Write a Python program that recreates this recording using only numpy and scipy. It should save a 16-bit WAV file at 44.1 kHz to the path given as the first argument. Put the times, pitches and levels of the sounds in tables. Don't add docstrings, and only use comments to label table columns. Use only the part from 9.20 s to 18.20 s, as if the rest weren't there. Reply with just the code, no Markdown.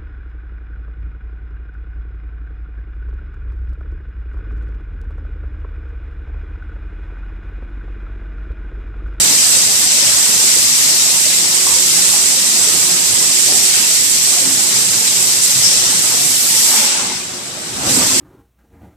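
import sys
import numpy as np
from scipy import signal
from scipy.fft import rfft, irfft
from scipy.io import wavfile
from scipy.ndimage import uniform_filter1d

SR = 44100
rng = np.random.default_rng(int(sys.argv[2]) if len(sys.argv) > 2 else 0)


def digitize_waveform(pressure):
    field = np.atleast_2d(pressure).T
    bounded = np.clip(field, -1, 1)
    quanta = np.round(bounded * 32767).astype(np.int16)
    wavfile.write(sys.argv[1], SR, quanta)


def volts(x):
    e = np.asarray(x, float) / 20
    return 10 ** e


N = 396900

# time_s, hiss_db, top_treble_db (relative to the hiss)
JET_FLOW = [(0.0, -14, -0.5), (0.6, -15.5, -0.3), (1.35, -13.5, 0), (2.3, -16, 0), (2.7, -14.5, 0),
            (3.85, -16.3, -0.5), (4.5, -15, 0), (5.8, -16.5, 0), (6.16, -15.5, 0.5), (6.21, -18, 0),
            (6.24, -16.5, 2), (6.47, -15, -0.5), (6.64, -15.5, -2.5), (7.12, -17, 4), (7.5, -14.5, 3.5),
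            (7.64, -16, 2), (7.72, -18, -7), (8.07, -29.5, -4), (8.4, -31.5, -2), (8.64, -25, -3),
            (8.7, -16.5, 0), (9.0, -16.5, -2)]
# (per Hz, relative)
JET_SPECTRUM = [(700, -21), (1600, -14.5), (1900, -7), (2600, -5), (3600, -4.5), (3850, -3.5), (5500, -4),
                (7000, -3.5), (8500, -1.5), (10500, -1), (12500, 2), (14500, 1.5)]
# time_s, left_over_right_db
JET_BEARING = [(0, 3), (1.5, 3.5), (2.5, 2), (4.2, 1.5), (6.0, 2.5), (6.6, 3), (7.4, 2.5), (8.0, 4.5),
               (8.6, 2), (8.7, 1.5), (9, 3)]
# start_s, level_db (before the decay), centre_hz, width_hz, t60_s
VALVE_PUFFS = [(4.52, -25, 2600, 1500, 1.1), (6.215, -16, 8600, 4000, .3), (6.43, -20.5, 5440, 400, 0.5),
               (6.43, -27.5, 3120, 2500, 1.3), (7.2, -30, 13200, 1200, 1.5), (7.55, -26, 2310, 1500, 1.75)]
# start_s, blow_db (relative), struck_part_hz, rattle_t60_s
FRAME_BLOWS = [(0.98, -22, 900, 0.23), (1.385, -31, 145, .2), (1.93, -22, 890, .2),
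               (2.468, -17, 1020, 0.32), (2.52, -29, 900, 0.27), (2.51, -23, 250, .15),
               (2.939, -15, 830, .15), (4.261, -25.5, 436, 0.89), (4.285, -15, 680, 0.81),
               (5.21, -18.5, 268, 1), (6.17, -27, 170, .3), (6.358, -22, 120, 0.25), (7.52, -31, 500, 0.33),
               (8.648, -22, 150, 0.6), (8.652, -15.5, 328, 0.21), (8.655, -18, 760, .15),
               (8.949, -29, 890, .15)]
# pitch_hz, level_db (relative), t60_s
FRAME_MODES = [(102, 2, .2), (135.5, 5.5, 0.13), (203, -11, .18), (267, -9.5, 0.28), (303, 0, 0.1),
               (404, 6.5, 0.11), (460, -4, 0.14), (595, -4.5, 0.067), (740, -1, 0.048), (835, -4.5, 0.084),
               (957, 0.5, 0.089), (1100, -1, 0.064), (1040, -1, .06), (1380, -5, .05)]
# time_s, slips_per_s, level_db (rms), upper_resonances_db (relative)
CYLINDER_STROKES = [
    [(7.3, 218, -42, 7), (7.45, 230, -38, -1), (7.58, 216, -30.5, 4.5), (7.75, 204, -32.5, 2),
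     (7.92, 213, -32, 3), (8.0, 204, -53, 2)],
    [(8.7, 128, -57, -3), (8.775, 125, -25, -16), (8.825, 129, -23, -6), (8.85, 129, -40, -4),
     (9.0, 130, -34, -14)],
]
# pitch_hz, width_hz, level_db (relative)
BARREL_RESONANCES = [(216, 29, -5), (263, 42, 2), (384, 54, -10), (908, 180, -1.5), (1000, 60, -4),
                     (2140, 170, -6)]
# time_s, level_db (rms of the upper tone, before its waver)
WHINE_LEVEL = [(0, -59), (2.1, -53.5), (2.2, -44.5), (2.9, -43.5), (3.1, -50), (3.75, -43), (3.9, -47.5),
               (4.5, -46.5), (5.9, -50), (6.7, -45), (6.9, -51), (7.65, -55), (7.8, -43), (8.4, -51),
               (9.0, -41)]
# time_s, level_db, brightness_db_per_octave, lowest_band_db (its chance level, relative)
HALL_LEVEL = [(0, -33.5, 0.75, -3), (2.4, -36.5, 1.1, 5), (3.2, -34, 0.85, 1), (4.6, -35.5, 0.2, -3),
              (4.9, -37.5, 0.5, 8), (5.4, -34.5, .4, -3), (5.74, -36, -0.5, -18), (6.1, -34, 0.2, 4),
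              (6.24, -35.5, -1.5, -10), (6.45, -33, -.5, -3), (6.9, -34.5, 0, -7), (7.3, -34.5, -1.1, -2),
              (7.52, -34.5, 3, 5), (7.8, -34, 2.5, 3), (8.0, -37, 0.4, 5), (8.6, -35.5, -0.6, 4),
              (8.67, -28.5, -1, -3), (9.0, -29.5, 0, 3)]
# (per Hz, relative)
HALL_SPECTRUM = [(25, -22), (45, -21), (60, -19), (100, -2), (250, -3), (400, -6), (800, -7), (1500, -8),
                 (3000, -21)]
# frequency_hz, correlation (0 to 1)
MICROPHONE_LIKENESS = [(25, .2), (60, .65), (180, 1), (530, 0.49), (1100, 0.056), (4710, 0.038),
                       (14000, .01)]
# frequency_hz, depth_db (spread)
PATCH_DEPTH = [(100, 2), (600, 5.5), (1500, 3), (4000, 3), (8000, 2.5), (13000, 4)]
# resonance_hz, sharpness_q, gain_db (well below the resonance)
MICROPHONE_PORTS = [(5760, 3.05, 3.5), (7750, 6.5, 2.5)]


def rms_one(x):
    return x / np.sqrt(np.mean(x ** 2) + 1e-20)


def in_time(rows):
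    time_s, *columns = np.transpose(rows)
    return [np.interp(np.arange(N) / SR, time_s, column) for column in columns]


def at_hz(points, hz):
    table_hz, values = np.array(points).T
    return np.interp(np.log(hz), np.log(table_hz), values)


def drift(corner_hz):
    step = 40
    settle = 2000
    r = np.exp(-2 * np.pi * corner_hz * step / SR)
    coarse = rng.standard_normal(N // step + 2 + settle)
    slow = signal.lfilter([1], [1, -2 * r, r * r], coarse)[settle:]
    return np.interp(np.arange(N) / step, np.arange(len(slow)), rms_one(slow))


def resonate(x, hz, width_hz):
    r = np.exp(-np.pi * width_hz / SR)
    feed = np.array([1, 0, -1]) * (1 - r * r) / 2
    return signal.lfilter(feed, [1, -2 * r * np.cos(2 * np.pi * hz / SR), r * r], x + 1e-18)


def octave_bands(colour, centres):
    hz = np.maximum(np.arange(N // 2 + 1) * SR / N, 10)
    mid, side = rfft(rng.standard_normal((2, N)))
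    alike = np.clip(at_hz(MICROPHONE_LIKENESS, hz), 0, 1)
    pair = np.sqrt(1 + alike) * mid + np.sqrt(1 - alike) * side * [[1], [-1]]
    pair = volts(at_hz(colour, hz)) * pair
    pair = pair / np.sqrt(np.mean(irfft(pair, N) ** 2))
    shares = [np.interp(np.log(hz), np.log(centres), row) for row in np.eye(len(centres))]
    return [irfft(pair * share, N) for share in shares]


def dying(start_s, t60_s, rise_s):
    t = np.maximum(np.arange(N) / SR - start_s, 0)
    return (1 - np.exp(-t / rise_s)) * volts(-60 * t / t60_s)


def panned(x, left_db):
    return x * volts(np.multiply.outer([.5, -.5], left_db * np.ones(N)))


def air_jet(flutter_db=0.18, patchy_db=0.42, wander_db=0.3):
    hiss_db, top_db = in_time(JET_FLOW)
    left_db, = in_time(JET_BEARING)
    full_flow_db = -15
    dull_rise = 0.33
    low_db = dull_rise * (full_flow_db - hiss_db)
    together_db = flutter_db * drift(23.0) + wander_db * drift(2.7)
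    bands = octave_bands(JET_SPECTRUM, np.array([1500, 2800, 5500, 8000, 12000]))
    bands[0] = panned(bands[0], 6.0)
    jet = 0
    for band, shift_db in zip(bands, [low_db, low_db, 0, 0, top_db]):
        jet = jet + band * volts(shift_db + together_db + patchy_db * drift(7.3))
    return panned(jet * volts(hiss_db), left_db + 0.54 * drift(6.5))


def valve_puffs():
    puffs = np.zeros((2, N))
    for start_s, level_db, hz, width_hz, t60_s in VALVE_PUFFS:
        air = rms_one(resonate(rng.standard_normal((2, N)), hz, width_hz))
        puffs += volts(level_db) * dying(start_s, t60_s, 0.011) * air
    return puffs


def frame_knocks(reach_octaves=0.14, rattle_per_s=500):
    start_s, blow_db, part_hz, _ = np.transpose(FRAME_BLOWS)
    hits = np.round(start_s * SR).astype(int)
    rattle = (rng.random(N) < rattle_per_s / SR) * rng.standard_normal(N)
    envelopes = [volts(db) * dying(s, t60_s, 0.0019) for s, db, hz, t60_s in FRAME_BLOWS]
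    knocks = np.zeros((2, N))
    for hz, level_db, t60_s in FRAME_MODES:
        near = np.exp(-.5 * (np.log2(hz / part_hz) / reach_octaves) ** 2)
        drive = 0.16 * rattle * (near @ envelopes)
        drive[hits] += 0.32 * near * volts(blow_db)
        r, w = volts(-60 / (t60_s * SR)), 2 * np.pi * hz / SR
        ring = signal.lfilter([0, np.sin(w)], [1, -2 * r * np.cos(w), r * r], drive + 1e-18)
        knocks += panned(volts(level_db) * ring, rng.normal(.5, 2.1))
    return signal.sosfilt(signal.butter(2, 70, "high", fs=SR, output="sos"), knocks)


def cylinder(jitter=.012, rough=0.52):
    out = np.zeros(N)
    for stroke in CYLINDER_STROKES:
        per_s, level_db, upper_db = in_time(stroke)
        count = np.floor(np.cumsum(per_s * (1 + jitter * drift(30.0))) / SR)
        slips = np.diff(count, prepend=0) * volts(3.7 * rng.standard_normal(N))
        drive = rms_one(slips) + rough * rng.standard_normal(N)
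        rings = []
        for k, (hz, width_hz, db) in enumerate(BARREL_RESONANCES):
            ring = resonate(resonate(drive, hz, 2 * width_hz), hz, width_hz)
            rings.append(volts(db) * ring * (-1) ** k)
        groan = sum(rings[:3]) + volts(upper_db) * sum(rings[3:])
        begun = np.arange(N) > stroke[0][0] * SR
        out += rms_one(groan) * volts(level_db) * begun
    return panned(out, 1.3)


def motor_whine(waver_db=2.0):
    whine_hz, half_db = 362.5, -4
    hum_hz, hum_db = 254, -55
    level_db, = in_time(WHINE_LEVEL)
    turn = 2 * np.pi * np.cumsum(whine_hz * (1 + 0.003 * drift(3.8))) / SR
    tone = volts(waver_db * drift(7.0)) * np.sin(turn)
    tone = tone + volts(half_db + 2.4 * drift(5.0)) * np.sin(turn / 2)
    hum_turn = 2 * np.pi * np.cumsum(hum_hz * (1 + 0.0085 * drift(4.4))) / SR
    hum = volts(hum_db + 4.0 * drift(2.3)) * np.sin(hum_turn)
    return panned(np.sqrt(2) * (volts(level_db) * tone + hum), 1.8)


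def hall_rumble(patchy_db=1.18, chance_db=5.5, swell_db=1.2):
    level_db, tilt_db, lowest_db = in_time(HALL_LEVEL)
    centres = np.array([60, 125, 250, 500, 1000])
    bands = octave_bands(HALL_SPECTRUM, centres)
    bands[0] = bands[0] * volts(lowest_db + chance_db * (drift(3.2) + 0.3))
    rumble = 0
    for band, hz in zip(bands, centres):
        rumble = rumble + band * volts(tilt_db * np.log2(hz / 250) + patchy_db * drift(7.5))
    return panned(rumble * volts(level_db + swell_db * drift(2.4)), 0.33)


def random_patches(x, size=2048, patch_hz=50):
    hz, _, cells = signal.stft(x, fs=SR, nperseg=size)
    width = max(1, round(patch_hz * size / SR))
    patches = uniform_filter1d(rng.standard_normal(cells.shape), width, axis=1)
    depth_db = at_hz(PATCH_DEPTH, np.maximum(hz, 10))[:, None]
    gain = volts(depth_db * rms_one(patches))
    return signal.istft(cells * gain, fs=SR, nperseg=size)[1][:, :N]


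def scene():
    noise = random_patches(air_jet() + valve_puffs() + hall_rumble())
    return noise + frame_knocks() + cylinder() + motor_whine()


def band_limit(x):
    return signal.sosfilt(signal.butter(12, 14610, fs=SR, output="sos"), x)


def record(dry):
    hz = np.arange(N // 2 + 1) * SR / N
    ports = np.array([volts(gain_db) / (1 - (hz / port_hz) ** 2 + 1j * hz / port_hz / q)
                      for port_hz, q, gain_db in MICROPHONE_PORTS])
    heard = irfft(rfft(dry) * ports * (hz < 14620), N)
    mix = np.clip(heard, -1.0, 1.0)
    return band_limit(mix)


dry = scene()
out = record(dry)
digitize_waveform(out)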